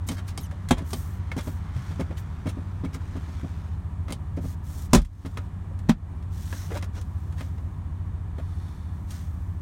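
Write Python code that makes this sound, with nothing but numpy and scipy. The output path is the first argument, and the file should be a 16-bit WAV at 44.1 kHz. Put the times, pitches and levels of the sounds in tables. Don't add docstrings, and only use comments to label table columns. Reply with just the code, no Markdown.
import sys
import numpy as np
from scipy import signal
from scipy.fft import rfft, irfft
from scipy.io import wavfile
from scipy.ndimage import uniform_filter1d, minimum_filter1d

SR = 44100
rng = np.random.default_rng(int(sys.argv[2]) if len(sys.argv) > 2 else 0)


def to_wav(s):
    ch = np.atleast_2d(s).T
    pcm = np.round(np.clip(ch, -1, 1) * 32767)
    wavfile.write(sys.argv[1], SR, pcm.astype(np.int16))


N = 423801
TIME = np.arange(N) / SR
BLOW_TIME = TIME[:SR // 3]


def from_db(db):
    return 10 ** (np.asarray(db) / 20)


def unit_rms(x):
    return x / np.sqrt(np.mean(x ** 2) + 1e-20)


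def in_time(rows):
    times, *columns = np.transpose(rows)
    return [np.interp(TIME, times, column) for column in columns]


def at_hz(points, hz):
    frequencies, values = np.transpose(points)
    return np.interp(np.log(hz), np.log(frequencies), values)


def add(out, s, sound):
    i = int(s * SR)
    out[i:i + len(sound)] += sound[:N - i]


def coloured(spectrum, size=N, tilt_db=0):
    hz = np.maximum(np.fft.rfftfreq(size, 1 / SR), 1)
    gain = from_db(at_hz(spectrum, hz) + tilt_db * np.log2(hz)) / np.sqrt(1 + (spectrum[0][0] / hz) ** 8)
    return unit_rms(irfft(rfft(rng.standard_normal(size)) * gain, size))


def drift(rate):
    step, settle = 40, 2000
    pole = np.exp(-2 * np.pi * rate * step / SR)
    noise = rng.standard_normal(N // step + settle + 2)
    slow = signal.lfilter([1], [1, -2 * pole, pole * pole], noise)[settle:]
    return np.interp(np.arange(N) / step, np.arange(len(slow)), unit_rms(slow))


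def ring(modes):
    t = BLOW_TIME
    return sum(from_db(db - 60 * t / t60) * (1 - np.exp(-t * hz)) * np.sin(2 * np.pi * hz * t)
               for hz, db, t60 in modes)


# (delay [s], relative level [dB])
ECHOES = [(.0009, -13), (.0017, -4.5), (.0031, -22), (.0053, -13), (.0082, -10)]
def early_echoes(x, depth_db):
    out = x.copy()
    for delay_s, db in ECHOES:
        add(out, delay_s, from_db(db + depth_db) * x)
    return out


# (multiple of the four-stroke cycle rate, rms level [dB])
ENGINE_ORDERS = [(5, -77), (7, -51), (8, -48.5), (9, -42.5), (11, -36.5), (12, -73.5), (13, -36), (16, -51),
                 (21, -50), (22, -57), (26, -53)]
def engine(idle_hz=7.19, sag_hz_per_s=0.014, hunting=0.0038, waver=0.37):
    cycle_hz = (idle_hz - sag_hz_per_s * TIME) * (1 + hunting * drift(1.41))
    phase = 2 * np.pi * np.cumsum(cycle_hz) / SR
    out = np.zeros(N)
    for order, db in ENGINE_ORDERS:
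        amplitude = np.sqrt(2) * from_db(db) * (1 + waver * drift(9.0))
        out += amplitude * np.sin(order * phase + rng.uniform(0, 2 * np.pi))
    return out


# (frequency [Hz], relative density [dB])
AIR_SPECTRUM = [(300, 2), (390, 2), (480, -5), (600, -6), (690, -3), (960, 0), (1350, -8), (1700, -9),
                (2500, -19), (3700, -22), (4900, -29), (9000, -27), (10500, -34), (16000, -37)]
RUMBLE_SPECTRUM = [(20, -18), (35, 17.5), (60, 9), (85, 12), (105, 14.5), (160, 12.5), (210, 5.5), (300, 1),
                   (600, -49.5), (2000, -87)]
# (time [s], level [dB])
AIR_LEVEL = [(0, -52.5), (1.5, -52), (5.6, -53.5), (9.6, -54)]
def cab(rumble_db=-41, flutter_db=-0.02):
    air = unit_rms(early_echoes(coloured(AIR_SPECTRUM), depth_db=-11))
    rumble = from_db(rumble_db) * coloured(RUMBLE_SPECTRUM)
    return rumble + from_db(in_time(AIR_LEVEL)[0] + flutter_db * drift(14.0)) * air


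def strokes(rows, rise, fade_db):
    return [(s, s + rise * length_s, s + length_s, db, db - fade_db, tilt_db)
            for s, length_s, db, tilt_db in rows]


# (frequency [Hz], relative density [dB])
RUB_SPECTRUM = [(1000, -3), (1600, 2), (2600, -4), (3400, -1), (4900, -3), (6000, 0.5), (7600, -3),
                (9000, -3), (10500, -10), (11300, -6), (16000, -9.5)]
def friction(moves, swell_db, grain_db, spectrum=RUB_SPECTRUM, lift_s=0.033, echo_share=0):
    out = np.zeros(N)
    for start, peak, end, peak_db, end_db, tilt_db in moves:
        t = TIME[int(start * SR):int(end * SR)]
        level_db = np.interp(t, [start, (start + peak) / 2, peak, end],
                             [peak_db - swell_db, peak_db - swell_db / 3, peak_db, end_db])
        touch = np.clip(np.minimum(t - start, end - t) / lift_s, 0, 1)
        hiss = coloured(spectrum, size=4 * SR, tilt_db=tilt_db)[:len(t)]
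        delay_s = 0.00105 * (1 - 0.31 * (t - start) / (end - start))
        echo = echo_share * np.interp(t - delay_s, t, hiss)
        add(out, start, from_db(level_db) * touch * (hiss + echo))
    grit = unit_rms(from_db(2.5 * drift(rate=600)))
    return early_echoes(out * grit * from_db(grain_db * drift(rate=90)), depth_db=-35)


# (start [s], length [s], relative level [dB], tilt [dB/octave])
BRUSHES = [(0, 3.8, -51.5, -8), (1.58, 0.34, -53.5, -12), (1.72, 0.34, -49, -4.5), (2.98, 0.8, -50.5, -5.5),
           (5.02, 0.47, -57, -1), (6.98, 0.84, -62, 2), (8.9, 0.83, -62, 4)]
def sleeve():
    moves = strokes(BRUSHES, rise=0.53, fade_db=10.5)
    return from_db(-4) * friction(moves, swell_db=5.5, grain_db=0.8, echo_share=0.23)


# (start [s], length [s], level [dB], tilt [dB/octave])
FLICKS = [(.062, 0.037, -35, 5), (.085, 0.1, -45.5, 0), (.835, 0.37, -46.5, 6), (1.39, 0.23, -49.5, 4.5),
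          (2.165, .08, -51, 8), (7.36, 0.17, -53.5, -2), (9.065, 0.25, -50.5, -1)]
SLIDES = [(.25, 0.064, -53, 2), (4.39, 0.17, -52, 2), (4.62, 0.27, -50, 2.5), (4.88, .08, -55, -4.5),
          (6.3, 0.4, -48.5, 1), (6.661, 0.15, -48.5, -1.5), (6.92, 0.092, -50, -4)]
def finger_rubs():
    moves = strokes(SLIDES, rise=0.65, fade_db=4.5) + strokes(FLICKS, rise=0.38, fade_db=19)
    return friction(moves, swell_db=10.5, grain_db=-0.1)


# (thud [Hz], knock [Hz], clack [Hz], tick [Hz])
REGISTERS_HZ = [245, 305, 1700, 7000]
THUD_HZ, KNOCK_HZ, CLACK_HZ = REGISTERS_HZ[:3]
def registers(colour_db, db, tilt_db, pivot_hz=CLACK_HZ):
    return db + np.array(colour_db) + tilt_db * np.log2(np.array(REGISTERS_HZ) / pivot_hz)


# (frequency [Hz], relative level [dB], t60 [s])
BOX_MODES = [(167, 0.5, 0.097), (220.5, 2.5, 0.056), (261.7, 4.5, 0.074), (305.7, 0.5, 0.06),
             (373, -4, 0.051), (532, -3.5, 0.09), (603, -9, 0.11), (664, -5, 0.095), (810, -17, 0.073),
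             (940, -3, 0.035), (1015, 1, 0.023), (1235, -5.5, 0.08), (1427, -12.5, 0.18), (2077, -4, 0.044),
             (2200, -21, 0.057), (3210, -7, 0.042), (3380, -12.5, 0.083), (3920, -8.5, 0.046),
             (4510, -17, 0.021), (5500, -8, 0.033), (6440, -11, 0.019), (8750, -11, 0.035),
             (9270, -10, 0.037)]
# (frequency [Hz], relative density [dB])
BOX_CLATTER = [(120, 9), (190, -15), (300, 3.5), (470, 3), (1000, -0.5), (1700, 0.5), (3500, -7.5),
               (7000, -11.5), (10000, -17), (15000, -22)]
# (frequency [Hz], t60 [s])
CLATTER_T60 = [(150, 0.13), (600, 0.096), (3000, 0.088), (8000, 0.076), (15000, 0.072)]
def blow(contact_s, levels_db, modes_db, clatter_db, crack_db, part=(BOX_MODES, BOX_CLATTER), pitch=1):
    t = BLOW_TIME
    force = list(zip(REGISTERS_HZ, levels_db))
    modes, clatter = part
    out = np.zeros(len(t))
    for hz, db, t60 in modes:
        share = 1 if hz < KNOCK_HZ * np.sqrt(2) else rng.choice([-1, 1]) * rng.uniform(0.65, 1.35)
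        out += share * ring([(hz * pitch, modes_db + db + at_hz(force, hz), t60)])
    gather = 1 - np.exp(-t / 0.00033)
    edges = np.geomspace(125, 16000, 15)
    for low, high in zip(edges, edges[1:]):
        hz = np.sqrt(low * high)
        bandpass = signal.butter(2, [low, high], "band", fs=SR, output="sos")
        band = unit_rms(signal.sosfilt(bandpass, rng.standard_normal(2 * len(t)))[len(t):])
        crack = from_db(crack_db) * np.exp(-t / 0.00076) * hz / (hz + CLACK_HZ)
        tail = from_db(-60 * t / at_hz(CLATTER_T60, hz)) * gather
        gain = np.sqrt((high - low) / 1000) * from_db(clatter_db + at_hz(clatter, hz) + at_hz(force, hz))
        out += gain * band * (crack + tail)
    return out * (1 - np.exp(-2 * t / contact_s))


EDGE_CONTACT_S, EDGE_COLOUR_DB = 0.00045, [-1, -1, 1, -1]
# (frequency [Hz], relative level [dB], t60 [s])
LATCH_MODES = [(241, 0, 0.12), (790, -7.5, 0.053), (983, -6.5, 0.046), (1174, -11.5, 0.064),
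               (2193, -13, 0.049), (3080, -14.5, .07), (3824, -18, 0.1), (4630, -15.5, 0.062),
               (5540, -17, 0.042), (6400, -17, .05), (8580, -10.5, 0.053)]
SPRING_MODES = [(1770, -4, 0.04), (2180, 4, 0.037), (2940, -25, 0.038)]
# (frequency [Hz], relative density [dB])
LATCH_CLATTER = [(120, -4), (300, 8.5), (1100, -5), (1700, -14.5), (2500, -8), (3500, -6), (8000, -9.5),
                 (11000, -13.5), (15000, -25)]
# (time [s], relative level [dB], tilt [dB/octave])
SNAPS = [(0.0872, -37.5, 1), (0.0914, -40, 0), (0.117, -45, -0.5), (0.3758, -40, 1.5),
         (0.9315, -33.5, -0.5), (4.123, -39.5, 1)]
def latch(spring_at_s=1.316, spring_db=-29):
    out = np.zeros(N)
    for s, db, tilt_db in SNAPS:
        add(out, s, blow(EDGE_CONTACT_S, registers(EDGE_COLOUR_DB, db, tilt_db),
                         modes_db=11, clatter_db=0.5, crack_db=9, part=(LATCH_MODES, LATCH_CLATTER)))
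    add(out, spring_at_s, from_db(spring_db) * ring(SPRING_MODES))
    return out


# (time [s], relative level [dB], tilt [dB/octave])
TAPS = [(0.1, -31.5, 1.5), (0.378, -36.5, -5), (.806, -34, -0.5), (1.364, -26, 0.5), (1.47, -32.5, -1),
        (1.905, -37.5, 0), (1.994, -23.5, 0), (2.103, -32, -5), (2.457, -24.5, 0), (2.57, -33.5, -3),
        (2.836, -27, -0.5), (2.95, -40, 0), (3.153, -31.5, -0.5), (3.277, -40, 0), (3.431, -31, -2.5),
        (4.092, -33, 2), (4.372, -30.5, -2), (4.439, -34.5, -1), (5.247, -29.5, 1.5)]
def finger_taps(pad_contact_s=0.0085, nail_contact_s=0.0051, nail_lag_s=0.011):
    out = np.zeros(N)
    for s, db, tilt_db in TAPS:
        pitch = 1 + 0.05 * rng.uniform(-1.03, 1)
        pad_db = registers([4, -5, -21.5, -31], db, tilt_db, THUD_HZ)
        nail_db = registers([-12, -14, -22.5, -21.5], db, tilt_db, THUD_HZ)
        add(out, s, blow(pad_contact_s, pad_db, modes_db=6, clatter_db=4, crack_db=-7, pitch=pitch))
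        add(out, s + nail_lag_s, blow(nail_contact_s, nail_db, modes_db=6.5, clatter_db=4, crack_db=-9))
    return out


# (start [s], length [s], relative level [dB], tilt [dB/octave])
SCUFFS = [(0.156, 0.047, -43.5, 0.5), (0.272, 0.039, -49.5, 4.5), (0.765, .028, -44, -2),
          (1.378, 0.023, -39.5, 1), (2.16, 0.027, -48, 2.5), (2.48, 0.027, -47.5, 4.5),
          (2.924, 0.038, -44.5, 2.5), (4.359, .018, -58.5, 3.5), (6.69, 0.046, -46, -5.5),
          (6.736, .045, -42, -2.5), (6.94, 0.065, -65.5, -11), (7.364, 0.051, -48, 0.5),
          (8.376, 0.027, -52, 0), (9.097, 0.027, -54, 8)]
def scuffs(slips_per_s=750, contact_s=0.00032):
    out = np.zeros(N)
    for s, length_s, db, tilt_db in SCUFFS:
        progress = rng.random(int(slips_per_s * length_s) + 2)
        strengths = np.sin(np.pi * progress) * rng.standard_normal(len(progress))
        slips = np.zeros(int(length_s * SR) + 1)
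        slips[(progress * length_s * SR).astype(int)] = strengths
        levels_db = registers([-8.5, 0.5, 0.5, -2], db, tilt_db)
        one_slip = blow(contact_s, levels_db, modes_db=1, clatter_db=1, crack_db=-2)
        add(out, s, signal.fftconvolve(slips / np.linalg.norm(slips), one_slip))
    return out


# (time [s], relative level [dB], tilt [dB/octave])
CLICKS = [(0.28, -59, 6), (0.512, -57.5, 1.5), (0.687, -49.5, 6), (0.782, -57.5, 6), (0.906, -62, 9.5),
          (1.316, -45.5, -1), (1.366, -61, 7), (1.408, -56, 5), (1.473, -49.5, -1.5), (1.763, -53, -0.5),
          (1.999, -62, 6), (2.109, -52, -5.5), (4.082, -50, -1.5), (4.373, -57, -8), (5.0168, -47, 5),
          (5.048, -50.5, 5), (5.372, -43, -1), (5.79, -63.5, 4.5), (6.225, -63, 0), (6.526, -46, -1),
          (6.772, -48.5, 3), (6.812, -61, 1), (6.825, -44.5, -0.5), (6.841, -61, 6.5), (6.977, -55.5, -3),
          (7.013, -61.5, 6), (7.324, -60.5, 1), (7.407, -46.5, -1.5), (7.58, -59.5, -2.5),
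          (8.383, -60, -6.5)]
def tray_clicks():
    out = np.zeros(N)
    for s, db, tilt_db in CLICKS:
        levels_db = registers(EDGE_COLOUR_DB, db, tilt_db)
        add(out, s, blow(EDGE_CONTACT_S, levels_db, modes_db=5.5, clatter_db=3, crack_db=-11))
    return out


# (time [s], frequency [Hz], relative level [dB], t60 [s])
KNOCKS = [(.392, 5400, -51, 0.079), (.512, 1590, -35.5, 0.02), (.524, 560, -38, .04),
          (1.473, 616, -33.5, 0.033), (1.755, 126, -23, 0.17), (1.999, 710, -39, .035),
          (2.012, 2180, -40, 0.041), (2.474, 2200, -44, 0.071), (2.859, 2230, -45.5, .06),
          (5.372, 1264, -41, 0.1), (5.712, 540, -41, 0.043), (6.526, 1630, -26.5, 0.02),
          (6.715, 450, -26, .08), (6.72, 2040, -35.5, .03), (6.754, 590, -31.5, 0.073),
          (6.767, 906, -29, .05), (8.384, 676, -43, 0.076), (8.397, 670, -36.5, 0.064)]
def knocks(overtone_ratio=1.2, overtone_db=-7):
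    out = np.zeros(N)
    for s, hz, db, t60 in KNOCKS:
        add(out, s, ring([(hz, db, t60), (hz * overtone_ratio, db + overtone_db, t60 / 2)]))
    return early_echoes(out, depth_db=2.5)


# (time [s], slip rate [Hz], relative level [dB])
SQUEAK = [(.402, 4300, -56), (.413, 4000, -53), (.426, 3480, -59), (.44, 2980, -54), (.454, 3030, -56),
          (.464, 2800, -58), (.471, 2400, -65)]
SQUEAK_HARMONICS = [-1, -4, -1, -4]
def squeak(jitter=0.042, sputter_db=4.5, hiss_db=-7):
    slip_hz, level_db = in_time(SQUEAK)
    phase = 2 * np.pi * np.cumsum(slip_hz * (1 + jitter * drift(900))) / SR
    tone = unit_rms(sum(from_db(db + sputter_db * drift(150)) * np.sin(k * phase)
                        for k, db in enumerate(SQUEAK_HARMONICS, 1)))
    hiss = from_db(hiss_db) * coloured(RUB_SPECTRUM)
    touching = (TIME > SQUEAK[0][0]) * (TIME < SQUEAK[-1][0])
    return (tone + hiss) * from_db(level_db + 4) * touching


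# (frequency [Hz], relative level [dB], t60 [s])
TRAY_MODES = [(168, -4.5, 0.1), (244, 3, 0.074), (363, 6, 0.065), (532, -0.5, 0.076), (697, -2.5, 0.06),
              (843, -1, 0.05), (1016, 2.5, 0.041), (1126, -2, 0.057), (1675, -5.5, 0.047),
              (2064, -4.5, 0.061), (2480, -17, 0.024), (3240, -8, 0.099), (3570, -15, 0.068),
              (7000, -22, .06)]
LID_MODES = [(165.3, -0.5, 0.11), (225, 2.5, 0.14), (245, -10.5, 0.13), (358, 4, 0.066), (590, 0, 0.065),
             (720, -9, 0.073), (795, -6, .06), (1000, 10, 0.034), (1226, -5.5, 0.067), (1740, -17, 0.093),
             (3470, -17, 0.11), (4000, -8, .056), (5750, -9, .06), (8200, -15, 0.068)]
BUMPER_MODES = [(171.6, -5, 0.091), (226.3, 2.5, 0.075), (234, -6.5, 0.038), (614, -2.5, 0.071),
                (790, 0, 0.06), (1000, 1, 0.036), (1310, -3, 0.052), (1940, -0.5, .035), (3970, -11, .05),
                (5860, -8, .06), (8470, -14, 0.057)]
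BOOM_MODES = [(37.7, 16, 0.2), (64.4, 4.5, 0.24), (150, -1, 0.16), (178.7, 2, 0.24)]
# (frequency [Hz], relative density [dB])
TRAY_CLATTER = [(120, -11), (300, -2), (1000, 2), (1400, -5), (2000, -3), (3500, -3.5), (4700, -16),
                (7500, -3), (10000, -13), (15000, -29)]
LID_CLATTER = [(120, -32), (300, 1.5), (1000, 3.5), (1700, 1), (3500, -4.5), (7000, -6.5), (10000, -14),
               (15000, -21)]
BUMPER_CLATTER = [(120, -15), (330, -19), (520, -1), (1000, 3), (1700, -1.5), (3500, -4), (7000, -11),
                  (10000, -15.5), (15000, -23)]
# (time [s], part, contact [s], thud [dB], knock [dB], clack [dB], tick [dB], boom [dB])
CLUNKS = [(0.708, "tray", 0.0015, -14.5, -23, -26.5, -30.5, -31),
          (4.932, "lid", 0.0041, -1.5, -7.5, -17.5, -10, -8),
          (4.9481, "lid", 0.0006, -0.5, -13.5, -18, -11, -0.5),
          (4.956, "lid", 0.001, -25, -15.5, -28, -36, -15.5), (4.968, "lid", 0.021, -11, -14, -23, -22, -8),
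          (5.888, "bumper", 0.007, -19, -33, -40, -41, -41),
          (5.8937, "bumper", 0.0016, -5, -25, -26.5, -31, -27)]
def clunks():
    parts = {"tray": (TRAY_MODES, TRAY_CLATTER), "lid": (LID_MODES, LID_CLATTER),
             "bumper": (BUMPER_MODES, BUMPER_CLATTER)}
    out = np.zeros(N)
    for s, name, contact_s, *levels_db, boom_db in CLUNKS:
        hit = blow(contact_s, levels_db, modes_db=8, clatter_db=4, crack_db=1, part=parts[name])
        add(out, s, hit + from_db(boom_db) * ring(BOOM_MODES))
    return out


# (start [s], length [s], level [dB], tilt [dB/octave])
SCRAPES = [(6.49, 0.196, -50.5, -3), (6.94, 0.093, -57, 4)]
# (frequency [Hz], relative density [dB])
SCRAPE_SPECTRUM = [(1000, -8), (1500, -1), (2100, -3), (2800, -16), (3600, -3), (4400, -4), (4950, -12),
                   (5300, 3), (6000, 4), (6700, 0), (7600, -16), (16000, -24)]
def scrapes():
    moves = strokes(SCRAPES, rise=0.65, fade_db=4.5)
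    return friction(moves, swell_db=13, grain_db=0.5, spectrum=SCRAPE_SPECTRUM, lift_s=0.017)


# (start [s], length [s], level [dB], tilt [dB/octave])
WALL_RUBS = [(8.34, 0.67, -57, 0)]
# (frequency [Hz], relative density [dB])
WALL_SPECTRUM = [(700, 2), (950, 9), (1200, 2), (1900, 3), (2700, -12), (3200, -9), (3560, 3), (4000, -7),
                 (4430, -2), (4900, -12), (5300, -5), (7500, -12), (8900, -9), (16000, -21)]
def wall_rub():
    moves = strokes(WALL_RUBS, rise=0.53, fade_db=10.5)
    return friction(moves, swell_db=9, grain_db=-0.5, spectrum=WALL_SPECTRUM)


def scene():
    rubbing = finger_rubs() + squeak() + sleeve() + scrapes() + wall_rub()
    hum = engine() + cab()
    contacts = finger_taps() + latch() + tray_clicks() + knocks() + scuffs() + clunks()
    return (hum + rubbing + contacts)[None]


def record(dry, threshold_db=-8.5, window_s=0.0033, hold_s=0.073, release_db_per_s=39.5,
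           ceiling=0.78, cutoff_hz=16200):
    power = np.abs(uniform_filter1d(dry[0] ** 2, size=int(window_s * SR)))
    excess_db = np.maximum(10 * np.log10(power + 1e-12) - threshold_db, 0)
    half_hold = int(hold_s * SR) // 2
    held_db = -minimum_filter1d(-excess_db, size=2 * half_hold + 1, origin=half_hold, mode="constant")
    release_db = release_db_per_s * TIME
    cut_db = np.maximum.accumulate(held_db + release_db) - release_db
    limited = dry * from_db(-uniform_filter1d(cut_db, size=65))
    rounded = limited / (1 + (limited / ceiling) ** 4) ** (1 / 4)
    return signal.sosfilt(signal.ellip(10, 0.1, 80, cutoff_hz, fs=SR, output="sos"), rounded)


dry = scene()
out = record(dry)
to_wav(out)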